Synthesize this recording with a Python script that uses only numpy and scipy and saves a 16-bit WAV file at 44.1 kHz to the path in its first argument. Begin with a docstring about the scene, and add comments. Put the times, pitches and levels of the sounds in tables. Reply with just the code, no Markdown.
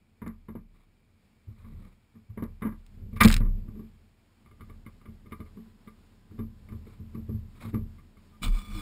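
"""Car door, slam and starter

A camera stuck to the outside of a car door in an open paddock hears mostly through the metal, over a soft hiss.
The door knocks over its check strap as it opens and swings back, then slams and buzzes: rung metal and noise.
The driver taps, bumps and rustles inside, and each blow leaves the car body rumbling and the camera rocking.
A pump whines as a wavering tone; then the starter bites and cranks: gear noise, whining tones and a motor groan."""
import sys
import numpy as np
from scipy import signal
from scipy.fft import rfft, irfft, next_fast_len
from scipy.io import wavfile
from scipy.ndimage import uniform_filter1d

SR = 44100
rng = np.random.default_rng(int(sys.argv[2]) if len(sys.argv) > 2 else 0)


def log_audio(samples):
    """Write samples as a 16-bit WAV file to the path given in sys.argv[1]."""
    # one column per channel
    frames = np.atleast_2d(samples).T
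    # limit to full scale, then quantise
    limited = np.clip(frames, -1, 1)
    pcm = np.round(limited * 32767).astype(np.int16)
    wavfile.write(sys.argv[1], SR, pcm)


N = 388521
T = np.arange(N) / SR  # time of every sample [s]

# The four tables of blows share these columns:
# (time [s], strength [dB], boom against strength [dB], ring against strength [dB])
# the door knocks over the notches of its strap, and settles in its latch
STRAP_KNOCKS = [(0.217, -41, -4, -11.5), (0.262, -37, -13, -14), (0.484, -42, -6.5, -14),
                (0.552, -39.5, -8, -19.5), (2.373, -38, -5, -14), (2.423, -32, -9, -18),
                (2.62, -35.5, -4.5, -7.5), (2.651, -30.5, -15, -18), (2.667, -35, -12, -15.5),
                (2.722, -51.5, -12, -10), (3.403, -35.5, 6, -16.5), (3.452, -46, 0, -13)]
# soft blows of limbs, seat and pedals
SOFT_BUMPS = [(1.48, -57, 14.5, -31), (1.642, -53.5, -8, -10.5), (2.15, -51.5, -5, -21),
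              (2.298, -65, 23.5, -10), (3.68, -45, -1.5, -22.5), (3.75, -42.5, -6, -30),
              (3.79, -46.5, -3, -19), (5.568, -44.5, -17, -22), (6.307, -50.5, 1, -23),
              (6.387, -34.5, -1.5, -19.5), (6.718, -44, 4.5, -17.5), (6.996, -47, 6.5, -31),
              (7.145, -40.5, -2, -18), (7.172, -39, -0.5, -45), (7.29, -36.5, 3.5, -29),
              (7.342, -52, 19, -25), (7.646, -39.5, 2.5, -17), (7.739, -29, -2, -19.5)]
# the door meets seal, latch and frame
DOOR_SLAM = [(3.123, -42, 2.5, -26), (3.158, -47.5, 5, -2), (3.202, -23, -4, 5), (3.24, -11.5, -7, -18.5)]
# hard things handled in the cabin
HARD_TAPS = [(4.46, -64, 4, -1), (4.511, -61.5, 2, -5), (4.607, -53, 5.5, -3), (4.696, -54, 4, -6),
             (4.862, -49, 0.5, -7), (5.013, -65.5, 2, -1.5), (5.055, -53, 0, -7), (5.084, -51, 6.5, -25),
             (5.258, -54, 3, -10), (5.32, -43.5, -6, -3.5), (5.402, -44, -1.5, -11.5), (5.46, -59, -10, -8),
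             (5.873, -49, -5.5, -7.5), (6.686, -53, -14, -9.5), (6.868, -50.5, -6, -17),
             (7.983, -67, 1, 2.5), (8.168, -62, 1, -6)]
# the car heaves under the driver's weight, the rebounding door and the first compressions:
# (time of the top [s], half-length [s], rocking [dB], rumble [dB])
CAR_HEAVES = [(1.767, 0.13, -46.5, -45.5), (3.051, 0.1, -45, -43), (3.443, 0.12, -22, -46.5),
              (4.75, 0.097, -50, -55), (6.437, .06, -44, -54), (6.797, 0.23, -55, -51),
              (7.18, .12, -54, -49.5), (7.84, .045, -39.5, -46), (8.52, 0.058, -20, -47),
              (8.751, 0.055, -34, -45.5)]
SHAKE_RISE_S, SHAKE_T60_S = 0.03, 1.1  # the body takes up a blow and lets it die away by 60 dB


def amp(db):
    """Turn decibels into a gain."""
    return 10 ** (np.asarray(db) / 20)


def unit(x):
    """Scale a sound to an average (rms) level of 1."""
    return x / np.sqrt(np.mean(x ** 2) + 1e-20)


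def curves(rows):
    """Draw each column of a time table as a line through its points, sample by sample."""
    times, *columns = np.transpose(rows)
    return [np.interp(T, times, column) for column in columns]


def band(x, lo_hz, hi_hz, order=3):
    """Let through only the pitches between two limits."""
    limits = [lo_hz, min(hi_hz, SR / 2 - 1)]
    return signal.sosfilt(signal.butter(order, limits, "band", fs=SR, output="sos"), x)


def gain_at(hz, points):
    """Read a (frequency [Hz], level [dB]) table as a gain at any pitch."""
    at, db = np.transpose(points)
    return amp(np.interp(np.log(hz), np.log(at), db))


def colour(x, points):
    """Shape a sound's mix of pitches by a table, then scale it to rms 1."""
    n = next_fast_len(len(x))
    hz = np.arange(n // 2 + 1) * SR / n + 1
    return unit(irfft(rfft(x, n) * gain_at(hz, points), n)[:len(x)])


def noise(points, n=N):
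    """Make noise with the given mix of pitches, at rms 1."""
    return colour(rng.standard_normal(n), points)


def walk(rate):
    """Wander slowly at random, with a spread near 1; rate is in steps per second."""
    k = int(SR / rate)
    steps = np.repeat(rng.standard_normal(N // k + 1), k)[:N]
    return unit(uniform_filter1d(steps, k))


def fade(t, t60):
    """Die away smoothly, falling 60 dB in t60 seconds."""
    return np.exp(-np.log(1000) * t / t60)


def gate(start, end, edge):
    """Open from start to end with straight ramps of edge seconds."""
    return np.clip(np.minimum(T - start, end - T) / edge, 0, 1)


def add(out, s, x):
    """Mix x into out at time s."""
    i = int(s * SR)
    out[i:i + len(x)] += x[:len(out) - i]


def air(flicker_db=.9, sing_hz=2320, sing_width_hz=170, sing_db=-83, sing_end=4.5):
    """Smooth hiss of the open paddock, with a faint narrow band of noise in it until sing_end."""
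    # mix of pitches in the hiss: (frequency [Hz], level [dB])
    hiss_colour = [(150, -10), (300, -3.5), (480, -10.5), (850, -11.5), (2200, -16), (4000, -20),
                   (5100, -20), (7000, -23), (10000, -31), (15000, -39.5)]
    # slow course of the hiss: (time [s], level [dB])
    hiss_level = [(0, -76), (1.3, -74), (3, -70.5), (6, -67.5)]
    hiss = amp(curves(hiss_level)[0] + flicker_db * walk(10)) * noise(hiss_colour)
    lo, hi = sing_hz - sing_width_hz / 2, sing_hz + sing_width_hz / 2
    sing = unit(band(rng.standard_normal(N), lo, hi, order=1))
    return hiss + amp(sing_db) * (T < sing_end) * sing


def shake(rows, db, t60):
    """Power that the boom of each blow leaves in the car body: a quick rise and a slow fade."""
    out, t = np.zeros(N), np.arange(2 * SR) / SR
    shape = (1 - np.exp(-t / SHAKE_RISE_S)) * fade(t, t60)
    for s, strength, boom, _ in rows:
        add(out, s, (amp(strength + boom + db) * shape) ** 2)
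    return out


def heave(s, width):
    """Power of one smooth swell, 1 at its top."""
    return np.exp(-2 * ((T - s) / width) ** 2)


def fidget(empty_db, seated_db, seated=4.28, settle=.3):
    """Power of the restless background, higher once the driver sits inside (times in s)."""
    return amp(np.interp(T, [seated, seated + settle], [empty_db, seated_db])) ** 2


def body(panel_db=-9, panel_empty_db=-70, panel_seated_db=-63):
    """The car body rumbles low after each blow and through each heave; its panels follow more quietly."""
    # mix of pitches in the rumble: (frequency [Hz], level [dB])
    stir_colour = [(45, -15), (85, 3.5), (110, -4), (150, -7.5), (220, 3), (280, -11.5), (450, -16.5),
                   (700, -26)]
    power = shake(STRAP_KNOCKS, db=-12.5, t60=SHAKE_T60_S) + shake(DOOR_SLAM, db=-6.5, t60=1.2)
    power += shake(HARD_TAPS, db=-7, t60=SHAKE_T60_S) + shake(SOFT_BUMPS, db=-13.5, t60=SHAKE_T60_S)
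    power += sum(amp(db) ** 2 * heave(s, width) for s, width, _, db in CAR_HEAVES)
    boom = np.sqrt(power + fidget(empty_db=-67, seated_db=-62.0))
    panel = np.sqrt(power * amp(panel_db) ** 2 + fidget(panel_empty_db, panel_seated_db))
    stir = noise(stir_colour)
    return boom * unit(band(stir, 40, 150)) + panel * unit(band(stir, 150, 610))


def rocking(sway_hz=32.5, waver=0.027):
    """Blows and heaves rock the camera on its mount: a low tone near the mount's own pitch."""
    power = shake(STRAP_KNOCKS, db=-1.5, t60=SHAKE_T60_S) + shake(DOOR_SLAM, db=4.5, t60=.8)
    power += shake(HARD_TAPS, db=-5.5, t60=SHAKE_T60_S) + shake(SOFT_BUMPS, db=-11.5, t60=SHAKE_T60_S)
    power += fidget(empty_db=-73.5, seated_db=-62.5)
    power += sum(amp(db) ** 2 * heave(s, width) for s, width, db, _ in CAR_HEAVES)
    pitch = sway_hz * (1 + waver * walk(5.2))
    return np.sqrt(2 * power) * np.sin(2 * np.pi * np.cumsum(pitch) / SR)


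def blows(rows, tint, contact, tick_db, low_ring, high_ring, dense_db, touch=0.0098, touch_db=-17):
    """Each blow rings single tones and a dense wash of panel resonances; a longer contact swells slower.

    contact and touch are in s; low_ring and high_ring multiply how long the ringing lasts."""
    # tones of the door skin, the mount and the camera case, before each blow varies them:
    # (frequency [Hz], fade time t60 before the ring factor [s], level before the blow's colour [dB])
    modes = [(78.55, 0.6, -0.5), (99, 0.19, 1), (109, 0.28, 0), (176, .2, -4), (219.64, 0.27, 2.5),
             (229.4, 0.19, -1), (313.5, .15, -2.5), (392.6, 0.14, -4.5), (433.5, .2, -3.5), (950, 0.12, -5),
             (1032, 0.2, -3.5), (1145, 0.17, 1), (1205, .2, 0), (1400, 0.12, -4.5), (1625, .17, -1),
             (1824, 0.1, -4.5), (2032, .14, -4), (2156, 0.083, -1), (2324, 0.21, -3), (2950, .08, -2),
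             (3600, 0.09, -2), (3650, 0.11, -3)]
    # the four registers of a blow, boom to tick: (low edge [Hz], high edge [Hz],
    # t60 of the dense wash before the ring factor [s], wash against tones before dense_db [dB])
    registers = [(55.3, 150, 0.31, -8.5), (153, 720, 0.19, -6.5), (781.6, 2500, 0.17, -1),
                 (2500, 5800, 0.091, 8.5)]
    out, t = np.zeros(N), np.arange(SR // 2) / SR
    hz, life, mode_db = np.transpose(modes)
    swell = 1 - np.exp(-(t / contact) ** 2)
    rings = (low_ring, low_ring, high_ring, high_ring)
    for s, strength, boom, bright in rows:
        # the tick, highest of the four, follows the level of the ring
        levels = strength + np.array([boom, 0, bright, bright + tick_db])
        wash = noise(tint, len(t))
        detune, spot, phase = rng.standard_normal((len(hz), 3)).T
        size = amp(mode_db + 1.5 * spot) * gain_at(hz, tint)
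        pitch = hz * (1 + 0.0066 * detune)
        for (lo, hi, t60, wash_db), db, ring in zip(registers, levels, rings):
            inside = np.flatnonzero((hz > lo) & (hz < hi))
            tones = sum(size[k] * np.sin(2 * np.pi * (pitch[k] * t + phase[k])) * fade(t, life[k] * ring)
                        for k in inside)
            dense = unit(band(wash, lo, hi))
            dense_ring = unit(dense * fade(t, t60 * ring))
            x = swell * (unit(tones) + amp(wash_db + dense_db) * dense_ring)
            # the level is set by the first 40 ms
            add(out, s, amp(db) * x / np.std(x[t < .04]))
            # the parts graze each other just before they meet
            graze = swell * dense[::-1] * fade(t, t60 / 2)
            add(out, s - touch, amp(db + touch_db) * graze)
    return out


def strap_knocks():
    """Short, firm contacts ring the door as it passes the strap's notches and settles in its latch."""
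    # colour of a blow on the strap: (frequency [Hz], level [dB])
    strap_colour = [(60, -0.5), (230, 1), (300, -5), (430, -10.5), (780, -26), (950, -12), (1200, -16),
                    (1550, -21), (2100, -20), (2600, -36), (3700, -43), (5200, -55)]
    return blows(STRAP_KNOCKS, strap_colour, contact=0.0011, tick_db=-19, low_ring=.9, high_ring=0.97,
                 dense_db=0.0, touch_db=-21.5)


def clicks(t60=0.012, tail_t60=0.055, tail_db=-17, db=-1):
    """Loose trim and latch parts click: short bright noise with a faint ring behind it."""
    # when the parts click: (time [s], peak level before the overall db [dB])
    click_rows = [(0.2782, -45.5), (2.4387, -43.5), (2.8646, -47), (3.2343, -12), (3.2387, -13.5),
                  (3.2477, -14), (3.2547, -11), (3.2773, -16), (3.284, -14), (3.294, -21.5), (3.298, -25.5),
                  (3.314, -17), (3.3244, -18.5), (3.3275, -15), (3.3413, -10), (3.3655, -18), (3.3804, -37),
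                  (3.404, -44)]
    # mix of pitches in a click: (frequency [Hz], level [dB])
    click_colour = [(900, -18), (1800, -3), (3000, -1.5), (3700, 2.5), (4800, -2), (6000, -2), (8500, -5),
                    (11000, -18), (15000, -15.5)]
    out, t = np.zeros(N), np.arange(SR // 10) / SR
    shape = fade(t, t60) + amp(tail_db) * fade(t, tail_t60)
    for s, peak_db in click_rows:
        x = noise(click_colour, len(t)) * shape
        add(out, s, amp(peak_db + db) * x / np.abs(x).max())
    return out


def rustles(grain_db=2.5, edge=0.018):
    """Clothes and belt slide: noise whose level flickers like grains rubbing past."""
    # each slide: (start [s], end [s], level [dB])
    slides = [(0.731, 0.86, -71.5), (1.47, 1.61, -73), (1.577, 1.943, -68), (1.816, 1.886, -71),
              (6.844, 6.968, -64), (7.545, 7.64, -61.5), (7.601, 7.717, -52)]
    # mix of pitches in the sliding: (frequency [Hz], level [dB])
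    rustle_colour = [(300, 7), (750, -4.5), (1200, 5.5), (1600, -7), (2300, 1), (2800, -15), (3800, -7),
                     (5000, -16.5), (9000, -18.5), (15000, -34)]
    level = sum(amp(db) * gate(start, end, edge) for start, end, db in slides)
    return level * amp(grain_db * walk(120)) * noise(rustle_colour)


def bumps():
    """Limbs, seat and pedals give softer, slower contacts, so the ring is duller."""
    # colour of a soft blow: (frequency [Hz], level [dB])
    bump_colour = [(60, -6), (105, 6.5), (160, -8), (220, -4), (310, -14.5), (420, -17), (700, -39),
                   (1130, -24.5), (1500, -36), (2200, -34), (3000, -45.5), (5200, -46)]
    return blows(SOFT_BUMPS, bump_colour, contact=0.0037, tick_db=-17, low_ring=1.19, high_ring=0.82,
                 dense_db=-0.5, touch_db=-5)


def slam():
    """The door meets seal, latch and frame: slow, heavy contacts with a shortened ring."""
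    # colour of the slam: (frequency [Hz], level [dB])
    slam_colour = [(60, -0.5), (160, -1), (217, 2.5), (270, -14), (400, -9), (500, -15), (640, -18),
                   (780, -32), (1050, -18), (1250, -16), (1500, -21), (2200, -13.5), (2800, -26),
                   (3800, -26), (5200, -31.5)]
    return blows(DOOR_SLAM, slam_colour, contact=.012, tick_db=-11.5, low_ring=0.62, high_ring=0.49,
                 dense_db=0.0, touch_db=-25.5)


def slam_buzz(start=3.225, stop=3.345, t60=1.0, stop_t60=.17, db=-35, patchy_db=6.5):
    """The slam sets glass and trim buzzing: patchy noise that fades slowly, then faster after stop."""
    t = np.maximum(T - start, 0)
    buzz = noise([(700, -10), (1200, 1.5), (2300, 1.5), (3000, -8), (4500, -13), (6000, -19),
                  (9000, -20), (15000, -29)])
    shape = (1 - np.exp(-t / .004)) * fade(t, t60) * fade(np.maximum(T - stop, 0), stop_t60)
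    return amp(db + patchy_db * walk(270)) * buzz * shape


def taps():
    """Hard things handled in the cabin make short contacts, heard through the door."""
    # colour of a hard tap: (frequency [Hz], level [dB])
    tap_colour = [(60, 4), (220, -1), (300, -2), (420, -4.5), (620, -13.5), (800, -36), (1000, -15.5),
                  (1200, -9), (1500, -20), (1900, -22.5), (2170, -10), (2600, -34), (3100, -25),
                  (3600, -30), (5200, -42)]
    return blows(HARD_TAPS, tap_colour, contact=.0014, tick_db=-15, low_ring=0.78, high_ring=0.76,
                 dense_db=-4.0, touch_db=-9.0)


def pump(start=5.2, hz=1010, db=-79):
    """The fuel pump whines faintly from start onward: one tone with a slightly wavering pitch."""
    pitch = hz * (1 + 0.00423 * walk(2.3))
    return amp(db) * np.clip((T - start) / 0.092, 0, 1) * np.sin(2 * np.pi * np.cumsum(pitch) / SR)


def squeak(start=8.322, end=8.378, hz=1205, db=-63, edge=0.013):
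    """Something gives a tiny squeak just before the starter bites: a brief pure tone."""
    return amp(db) * gate(start, end, edge) * np.sin(2 * np.pi * hz * T)


def starter(grain_db=3, band_db=-1, grind_db=-5.5, groan_db=-2, jitter=0.00572, flicker_db=4,
            squeeze=8.74, note_db=-1):
    """Gears grind in noise and whining tones while the motor groans against the first compressions."""
    # course of the cranking, before the trims above: (time [s], gear noise [dB], groan [dB])
    crank = [(8.39, -72, -64), (8.404, -80, -40), (8.432, -35.5, -34.5), (8.474, -44, -30),
             (8.508, -54.5, -39), (8.588, -49, -45.5), (8.65, -58.5, -45.5), (8.796, -45.5, -41),
             (8.81, -51, -50)]
    # narrow bands of gear noise; the four highest are mirrored recorder tones:
    # (frequency [Hz], width [Hz], level before band_db [dB])
    gear_bands = [(1215, 17.6, -0.5), (2327, 95, 0), (2940, 60, -13), (3443, 25, -2.5), (4900, 37, -14.5),
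                  (7050, 50, -19), (8400, 39, -13), (9800, 120, -18), (10800, 30, -27)]
    # mix of pitches in the grinding: (frequency [Hz], level [dB])
    gear_colour = [(400, 0.5), (800, 4.5), (1100, 11), (1700, 3), (2400, -8), (4000, 1), (5200, -1.5),
                   (8500, -5), (11000, -25), (15000, -24)]
    # the starter spins up and is dragged down by compression: (time [s], mesh rate before jitter [Hz])
    spin = [(8.42, 223), (8.49, 265), (8.55, 293), (8.61, 326.6), (8.68, 347.4), (8.75, 330), (8.81, 285)]
    # whining tones that follow the mesh rate; the two highest are mirrored recorder tones:
    # (multiple of the mesh rate, level before flicker [dB])
    whine_tones = [(11, -20), (13, -17), (17, -16), (24, -21), (27, -22)]
    gear, groan = curves(crank)
    teeth = rng.standard_normal(N) * amp(grain_db * walk(600))
    bands = sum(amp(db) * unit(band(teeth, hz - width / 2, hz + width / 2, order=1))
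                for hz, width, db in gear_bands)
    turn = 2 * np.pi * np.cumsum(curves(spin)[0] * (1 + jitter * walk(150))) / SR
    whine = sum(amp(db + flicker_db * walk(30)) * np.sin(k * turn) for k, db in whine_tones)
    gear_sound = amp(band_db) * unit(bands) + amp(grind_db) * colour(teeth, gear_colour) + whine
    motor = noise([(40, -19.5), (80, 5.5), (150, -11.5), (210, 6.5), (260, -12), (310, -9.5),
                   (370, -34.0), (470, -16.0), (600, -39), (1500, -59)])
    # the mesh note itself sings out once a piston comes up on compression
    note = amp(note_db) * np.clip((T - squeeze) / 0.018, 0, 1) * np.sin(turn)
    bite = np.clip((T - 8.412) / 0.0093, 0, 1)
    return bite * (amp(gear) * gear_sound + amp(groan) * (amp(groan_db) * motor + note))


def pinion(start=8.424, end=8.458, db=-38, edge=0.0088):
    """The starter's small gear, the pinion, scrapes into the ring gear: a short burst of bright noise."""
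    scrape = noise([(400, -19.0), (1150, 4.5), (1700, -2), (2300, -1), (3600, 12.0), (5000, -6.5),
                    (8500, -1), (11000, -23), (15000, -27)])
    return amp(db) * gate(start, end, edge) * scrape


def scene():
    """Add up all the sounds; the same mix goes to both channels, as from one microphone."""
    door = strap_knocks() + clicks() + slam() + slam_buzz()
    cabin = rustles() + bumps() + taps() + squeak()
    engine = pump() + starter() + pinion()
    mono = air() + body() + rocking() + door + cabin + engine
    return np.array([mono, mono])


def record(dry, flutter=1.3, mirror_hz=12000, notch_hz=6000, notch_q=3.9, ceiling=.63, top_hz=15500):
    """The camera's fluttering sample timing mirrors sound faintly around mirror_hz; then notch, clip, top cut."""
    # a timing error changes the sound in proportion to its slope
    low = signal.sosfilt(signal.butter(2, 5000, fs=SR, output="sos"), dry)
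    slope = np.gradient(low, axis=1)
    clock = np.sin(2 * np.pi * mirror_hz * T)
    fluttered = dry + flutter * slope * clock
    notched = signal.lfilter(*signal.iirnotch(notch_hz, notch_q, fs=SR), fluttered)
    clipped = np.clip(notched, -ceiling, ceiling)
    return signal.sosfilt(signal.ellip(8, .2, 70, top_hz, fs=SR, output="sos"), clipped)


dry = scene()
out = record(dry)
log_audio(out)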